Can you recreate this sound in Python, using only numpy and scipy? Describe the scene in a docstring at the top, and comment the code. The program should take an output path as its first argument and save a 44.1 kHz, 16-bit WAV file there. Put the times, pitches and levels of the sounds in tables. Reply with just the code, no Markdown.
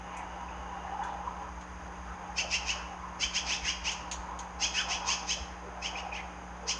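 """Water laps in a shallow garden pan as a bear stirs it: bubbles ring, the tongue plops and smacks,
and two tiny high drips fall. Under it sits a bed of mains hum, low machine rumble and open air, with
a thin whine at the start. A bird scolds in runs of harsh, rising notes, hoarse harmonics shaped by
its throat and beak. The yard throws back bird and water, all heard through a small outdoor camera."""
import sys
import numpy as np
from scipy import signal
from scipy.fft import rfft, irfft
from scipy.io import wavfile

SR = 44100
rng = np.random.default_rng(int(sys.argv[2]) if len(sys.argv) > 2 else 0)


def store_wav(level_fs):
    """Save 16-bit WAV to argv[1]."""
    pcm = np.round(np.clip(np.atleast_2d(level_fs), -1, 1) * 32767)
    wavfile.write(sys.argv[1], SR, pcm.T.astype(np.int16))


N = 299439
TIME = np.arange(N) / SR

# how hard the water is stirred, and the pitch of its bubbles: t/s, level/dB, f/Hz
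STIRRING = [(0.0, -43.5, 832), (0.8, -42.5, 843), (1.0, -39, 900), (1.8, -50.5, 913), (1.84, -45.5, 890),
            (2.48, -44, 872), (2.56, -47.5, 840), (2.72, -42.5, 880), (3.36, -47.5, 944), (3.48, -43, 810),
            (3.68, -47.0, 943), (4.4, -42, 850), (4.52, -46, 842), (5.12, -39.5, 910), (5.32, -48, 844),
            (6.0, -42.5, 788), (6.44, -49, 816), (6.79, -40.5, 930)]
# tone of the wet wash: f/Hz, level/dB
WASH_SPECTRUM = [(200, -16), (450, -3.5), (650, -2), (850, 5), (1050, 1), (1300, -3), (1900, -15),
                 (2900, -16), (3700, -28), (7000, -58)]
# mains partials: f/Hz, rms level/dB
HUM_PARTIALS = [(60, -49.8), (180, -53.6), (300, -63.0)]
# tone of the machine: f/Hz, level/dB
RUMBLE_SPECTRUM = [(8, -28), (30, -25), (55, -2), (70, -2), (76, -0.5), (82, -17), (130, -43), (400, -59)]
# fader ride on the machine: t/s, level/dB
RUMBLE_RIDE = [(0, -56), (1.7, -54), (2.2, -50), (3.7, -55.5), (4.6, -53), (6.79, -60)]
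# still air and microphone hiss: f/Hz, level/dB
AIR_SPECTRUM = [(20, -44), (45, -22), (100, -1.5), (240, -6), (500, -5), (850, -2.5), (1600, -4),
                (3000, -16.5), (4400, -29.5), (4950, -17.5), (5300, -27.5), (6500, -12), (7600, -39.5),
                (11000, -36)]
# bands of the whine: f/Hz, level/dB
WHINE_BANDS = [(2810, -65), (2960, -65.5)]
# the loudest laps: t/s, level/dB, f/Hz
PLOP_CUES = [(0.763, -36, 827), (0.849, -35, 880), (0.921, -33, 830), (0.944, -31, 905), (0.963, -38, 843),
             (0.992, -27.5, 843), (1.015, -25, 913), (1.065, -30.5, 990), (1.089, -27.5, 894),
             (1.273, -26.5, 1010), (1.574, -36, 894), (2.76, -35, 950), (3.875, -33.5, 890),
             (5.089, -29, 990), (5.928, -33.5, 720), (6.064, -32.5, 772), (6.247, -37, 703)]
# wet smacks at the pan: t/s, snap level/dB, body level/dB
SMACK_CUES = [(0.168, -50.5, -68), (1.037, -59, -51), (1.611, -72, -54), (3.918, -64, -36.5),
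              (4.1138, -47.5, -31), (4.39, -57, -42)]
# tone of a smack's snap and of its body: f/Hz, level/dB
SNAP_SPECTRUM = [(4000, -49), (5800, 4), (6700, 7), (8000, -1), (9500, -5), (11000, -12)]
BODY_SPECTRUM = [(300, -22), (1000, -15), (3000, 1), (5400, -6), (6500, 9.5), (7500, -9), (9000, -27),
                 (11000, -48)]
# splashes and gurgles: t/s, level/dB, f/Hz, half-length/s
SPLASH_CUES = [(.18, -52, 2130, 0.065), (0.882, -49.5, 1710, 0.018), (1.046, -46, 1490, 0.044),
               (1.105, -62.5, 3300, 0.043), (2.11, -49.5, 1270, 0.06), (2.45, -43.5, 630, 0.029),
               (2.795, -50.5, 1530, 0.057), (3.042, -45.5, 1040, 0.059), (3.658, -41.5, 1960, 0.032),
               (4.796, -38.5, 1480, 0.037), (4.896, -42, 970, 0.032), (5.377, -45, 633, 0.021),
               (5.65, -45, 470, 0.022), (6.178, -44.5, 2250, 0.04), (6.656, -50, 450, 0.042)]
# crests of the low thuds: t/s, level/dB
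THUD_CUES = [(.25, -44), (.61, -43), (3.26, -39), (3.64, -38), (3.83, -38), (4.2, -39), (5.42, -37)]
# tiny high drips of water: t/s, level/dB, f/Hz
DRIP_CUES = [(0.488, -44, 2580), (1.037, -48, 3430)]
# the bird's notes at their crests: t/s, level/dB, fundamental f/Hz, brightness/dB, length/s
SCOLD_CUES = [(2.398, -32, 706, -1, 0.051), (2.546, -32, 697, -1, 0.066), (2.702, -33.5, 688.5, -2, 0.07),
              (3.235, -30.5, 768, -1.5, 0.054), (3.376, -30.5, 766, -1.5, 0.058),
              (3.521, -33, 748, -1, 0.096), (3.69, -32.5, 737, -2.5, 0.08), (3.884, -33, 725.4, -2, 0.066),
              (4.645, -32.5, 791, 1, 0.067), (4.787, -33.5, 753, -2.5, 0.088),
              (4.932, -34, 751, -1.5, 0.075), (5.113, -33, 765, 2, 0.084), (5.316, -34, 767, 2, 0.064),
              (5.859, -36, 742, -3.5, 0.059), (5.991, -41.5, 711, -6, 0.048),
              (6.161, -43.5, 703, -6.5, 0.055), (6.708, -35, 761, 3, 0.053)]
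# resonances of the throat and open beak: f/Hz, level/dB
THROAT_SPECTRUM = [(600, -4), (1400, -7.5), (2050, 5.5), (2600, 11.5), (3200, 5.5), (3750, -6.5),
                   (4400, -5), (5200, 4.5), (5750, -2), (6400, 5), (7100, -14), (8300, -21.5),
                   (9500, -36.5), (11000, -52)]
# the yard's reverb time: f/Hz, t60/s
YARD_DECAY = [(200, 0.2), (1000, 1), (3000, 0.59), (6500, 0.55), (10000, 0.28)]


def amp(db):
    return 10 ** (np.asarray(db) / 20)


def unit(x):
    """Scales x to rms 1."""
    return x / np.sqrt(np.mean(x ** 2) + 1e-20)


def read(points, hz):
    """A curve's value at hz, on a log frequency axis."""
    f, value = np.transpose(points)
    return np.interp(np.log(hz + 1), np.log(f + 1), value)


def follow(rows):
    """Each column of a timed curve, sample by sample."""
    s, *columns = np.transpose(rows)
    return [np.interp(TIME, s, c) for c in columns]


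def add(mix, s, sound):
    part = mix[max(round(s * SR), 0):][:len(sound)]
    part += sound[:len(part)]


def colour(x, spectrum):
    """EQs x with a spectrum, at rms 1."""
    return unit(irfft(rfft(x) * amp(read(spectrum, np.fft.rfftfreq(N, 1 / SR))), N))


def noise(spectrum):
    return colour(rng.standard_normal(N), spectrum)


def wander(rate_hz):
    """A smooth random modulator of rms 1, rolled off above rate_hz."""
    f = np.fft.rfftfreq(N, 1 / SR)
    return unit(irfft(rfft(rng.standard_normal(N)) / (1 + (f / rate_hz) ** 4), N))


def resonate(x, hz, width_hz):
    """A sweepable resonance of gain 1."""
    turn = np.exp(2j * np.pi * np.cumsum(hz * np.ones(len(x))) / SR)
    pole = np.exp(-np.pi * abs(width_hz) / SR)
    return 2 * (turn * signal.lfilter([1 - pole], [1, -pole], x / turn + 1e-18)).real


def swell(t, rise, fall, flat=2):
    """A bell envelope around t = 0; a greater flat gives it shoulders."""
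    return np.exp(-abs(t / np.where(t < 0, rise, fall)) ** flat)


def droplets(per_s, spread_db):
    """Random tiny impacts, a few of them large."""
    size = amp(spread_db * np.minimum(rng.exponential(1, N), 3.5))
    return size * rng.choice([-1, 1], N) * (rng.random(N) < per_s / SR)


def stirring(bubbles_db=-6, wash_db=-7, width_hz=240, slosh_hz=6, slosh_db=1.5, slosh_oct=.09):
    """The muzzle stirs up a wet wash and ringing bubbles; level and pitch sway as the water rocks."""
    level_db, hz = follow(STIRRING)
    level_db += slosh_db * wander(slosh_hz)
    hz *= 2 ** (slosh_oct * wander(slosh_hz))
    pops, fizz = droplets(800, 2), droplets(2500, 2.5)
    bubbles = unit(resonate(resonate(pops, hz, width_hz), hz, width_hz))
    wash = colour(fizz, WASH_SPECTRUM)
    return amp(level_db) * (amp(bubbles_db) * bubbles + amp(wash_db) * wash)


def mains_hum():
    """A steady drone on the mains frequency and two odd harmonics."""
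    return sum(np.sqrt(2) * amp(db) * np.sin(2 * np.pi * hz * TIME) for hz, db in HUM_PARTIALS)


def machine_rumble():
    """A machine's low noise, slowly rising and falling."""
    return amp(follow(RUMBLE_RIDE)[0]) * noise(RUMBLE_SPECTRUM)


def open_air(level_db=-49, flutter_db=.5):
    """A wash of air and hiss whose level wavers slightly."""
    return amp(level_db + flutter_db * wander(20)) * noise(AIR_SPECTRUM)


def whine(centre_s=.48, half_s=.72, width_hz=23):
    """Two narrow noise bands make a thin, fuzzy whine that fades after the first second."""
    bands = sum(amp(db) * unit(resonate(rng.standard_normal(N), hz, width_hz)) for hz, db in WHINE_BANDS)
    return bands * swell(TIME - centre_s, half_s, half_s, flat=8.2)


def stray_plop_cues(count=36, over_db=2, spread_db=3, spread_oct=.224):
    """Lesser plops scattered around the stirring's level and pitch: t/s, level/dB, f/Hz."""
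    level_db, hz = follow(STIRRING)
    at = ((np.arange(count) + rng.random(count)) * N / count).astype(int)
    louder, higher = rng.standard_normal((count, 2)).T
    levels = level_db[at] + over_db + spread_db * louder
    return list(zip(TIME[at], levels, hz[at] * 2 ** (spread_oct * higher)))


def plops(trim_db=-2, ring_s=.0065, attack_s=.0027, sag=.1):
    """The tongue opens a pocket of air that rings for a few cycles, sinking in pitch as it grows."""
    out, t = np.zeros(N), np.arange(SR // 16) / SR
    envelope = (1 - np.exp(-t / attack_s)) * np.exp(-t / ring_s)
    envelope /= envelope.max()
    for s, db, hz in PLOP_CUES + stray_plop_cues():
        pitch = hz * (1 + sag * (2 * np.exp(-t / ring_s) - 1))
        add(out, s, amp(db + trim_db) * envelope * np.sin(2 * np.pi * np.cumsum(pitch) / SR))
    return out


def smacks(snap_s=.016, body_s=.014):
    """Wet ticks at the pan: a thin, bright snap of noise layered over a duller body."""
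    snaps, bodies, t = np.zeros(N), np.zeros(N), np.arange(SR // 5) / SR
    for s, snap_db, body_db in SMACK_CUES:
        add(snaps, s, amp(snap_db) * np.exp(-t / snap_s))
        add(bodies, s, amp(body_db) * np.exp(-t / body_s))
    return snaps * noise(SNAP_SPECTRUM) + bodies * noise(BODY_SPECTRUM)


def splashes(width_share=.33, sink=.087):
    """Spray rings in a hollow of water; the gurgle drops in pitch as the hollow widens."""
    out, spray = np.zeros(N), droplets(2500, 2)
    for s, db, hz, half_s in SPLASH_CUES:
        near, width_hz = abs(TIME - s) < 3 * half_s, width_share * hz
        t = TIME[near] - s
        pitch = hz * np.exp(-sink * t / half_s)
        gurgle = unit(resonate(resonate(spray[near], pitch, width_hz), pitch, width_hz))
        out[near] += amp(db) * swell(t, half_s, half_s) * gurgle
    return out


def thuds(hz=60, half_s=.015):
    """Soft bumps in the low end: short pulses of a drifting bass tone."""
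    envelope = sum(amp(db) * swell(TIME - s, half_s, half_s) for s, db in THUD_CUES)
    return envelope * np.sin(2 * np.pi * hz * TIME + wander(4))


def drips(half_s=.0032):
    """Two tiny high drips of water, each a nearly pure blip."""
    return sum(amp(db) * swell(TIME - s, half_s, half_s) * np.sin(2 * np.pi * hz * TIME)
               for s, db, hz in DRIP_CUES)


def scold_pitch(t, hz, glide=.21, spread=.25, glide_s=.026, floor_hz=612, turn_s=.026, droop_per_s=5.9):
    """A note starts level, scoops up by a slightly random amount, then bends over and sinks."""
    slide = glide * (1 + spread * rng.uniform(-1, 1))
    rising = np.maximum(hz * (1 + slide * np.tanh(t / glide_s)), floor_hz)
    return rising * np.exp(-droop_per_s * np.maximum(t - turn_s, 0))


def scolding_bird(jitter=.027, grit_db=1.6, low_db=-4, low_rasp=.4, high_rasp=.33, rise_share=.53,
                  high_early_s=.0024, whistle_db=1, whistle_share=.42, lead_s=.031, lead_half_s=.009):
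    """Hoarse harmonics slide up through the throat's resonances; the fourth stands out as a whistle."""
    shake, tremble = wander(458), unit(amp(grit_db * wander(240)))
    rasp = noise(THROAT_SPECTRUM)
    dark_rasp = colour(rasp, [(3600, 0), (4400, -40)])
    bright_rasp = colour(rasp, [(3200, -40), (4000, 0)])
    orders = np.arange(2, 14)[:, None]
    flicker = np.array([unit(amp(2 * wander(120))) for _ in orders])  # each harmonic wavers on its own
    out = np.zeros(N)
    for s, db, hz, bright_db, length in SCOLD_CUES:
        rise, fall = rise_share * length, (1 - rise_share) * length
        near = abs(TIME - s) < .15
        t = TIME[near] - s
        pitch = scold_pitch(t, hz)
        phase = 2 * np.pi * np.cumsum(pitch * (1 + jitter * shake[near])) / SR
        partials = np.sin(orders * phase + 2 * np.pi * rng.random(orders.shape)) * flicker[:, near]
        voiced = partials * amp(read(THROAT_SPECTRUM, orders * pitch))
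        # equal-power blend of tone and rasp in each band
        low = np.sqrt(1 - low_rasp) * unit(voiced[:4].sum(0)) + np.sqrt(low_rasp) * dark_rasp[near]
        high = np.sqrt(1 - high_rasp) * unit(voiced[4:].sum(0)) + np.sqrt(high_rasp) * bright_rasp[near]
        cry = amp(low_db) * swell(t, rise, fall, flat=3) * low
        cry += amp(bright_db) * swell(t + high_early_s, rise, fall, flat=3) * high
        lead_db = -58 - 3.5 * bright_db  # duller notes open with a stronger whistle
        lead = amp(lead_db) * swell(t + lead_s, lead_half_s, lead_half_s)
        core = amp(db + whistle_db) * swell(t, whistle_share * rise, whistle_share * fall)
        whistle = (lead + core) * partials[2]
        out[near] += tremble[near] * (amp(db) * cry + whistle)
    return out


def yard(x, early_db, tail_db, early_s):
    """Adds quick reflections off the drive and the house wall, then a thin tail from the trees."""
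    t = np.arange(SR) / SR
    sign = rng.choice([-1., 1.], SR)
    early = sign * (rng.random(SR) < 500 / SR) * np.exp(-t / early_s) * (t > .002)
    scatter = sign * (rng.random(SR) < 3000 / SR) * (t > .012)
    hz, frame_s, bands = signal.stft(scatter, SR, nperseg=256)
    decay = amp(-60 * frame_s / read(YARD_DECAY, hz)[:, None])
    tail = signal.istft(bands * decay, SR, nperseg=256)[1][:SR]
    echo = amp(early_db) * early / np.linalg.norm(early) + amp(tail_db) * tail / np.linalg.norm(tail)
    return x + signal.fftconvolve(x, echo)[:N]


def scene():
    """Mono mix over a dry bed; the bird is further off, so it carries more tail than the pan."""
    pan = yard(stirring() + plops() + smacks() + splashes(), early_db=-3.5, tail_db=-11, early_s=.013)
    bed = mains_hum() + machine_rumble() + open_air() + whine() + thuds()
    drips_and_bird = yard(drips() + scolding_bird(), early_db=-8, tail_db=-9, early_s=.014)
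    return (pan + bed + drips_and_bird)[None]


def record(dry, whistle_hz=8170, cutoff_hz=11200):
    """The camera adds a faint electronic whistle and cuts the top end."""
    whistle = amp(-80) * np.sin(2 * np.pi * whistle_hz * TIME)
    lowpass = signal.firwin(511, cutoff_hz, window=("kaiser", 9), fs=SR)
    return signal.oaconvolve(dry + whistle, lowpass[None], "same")


dry = scene()
out = record(dry)
store_wav(out)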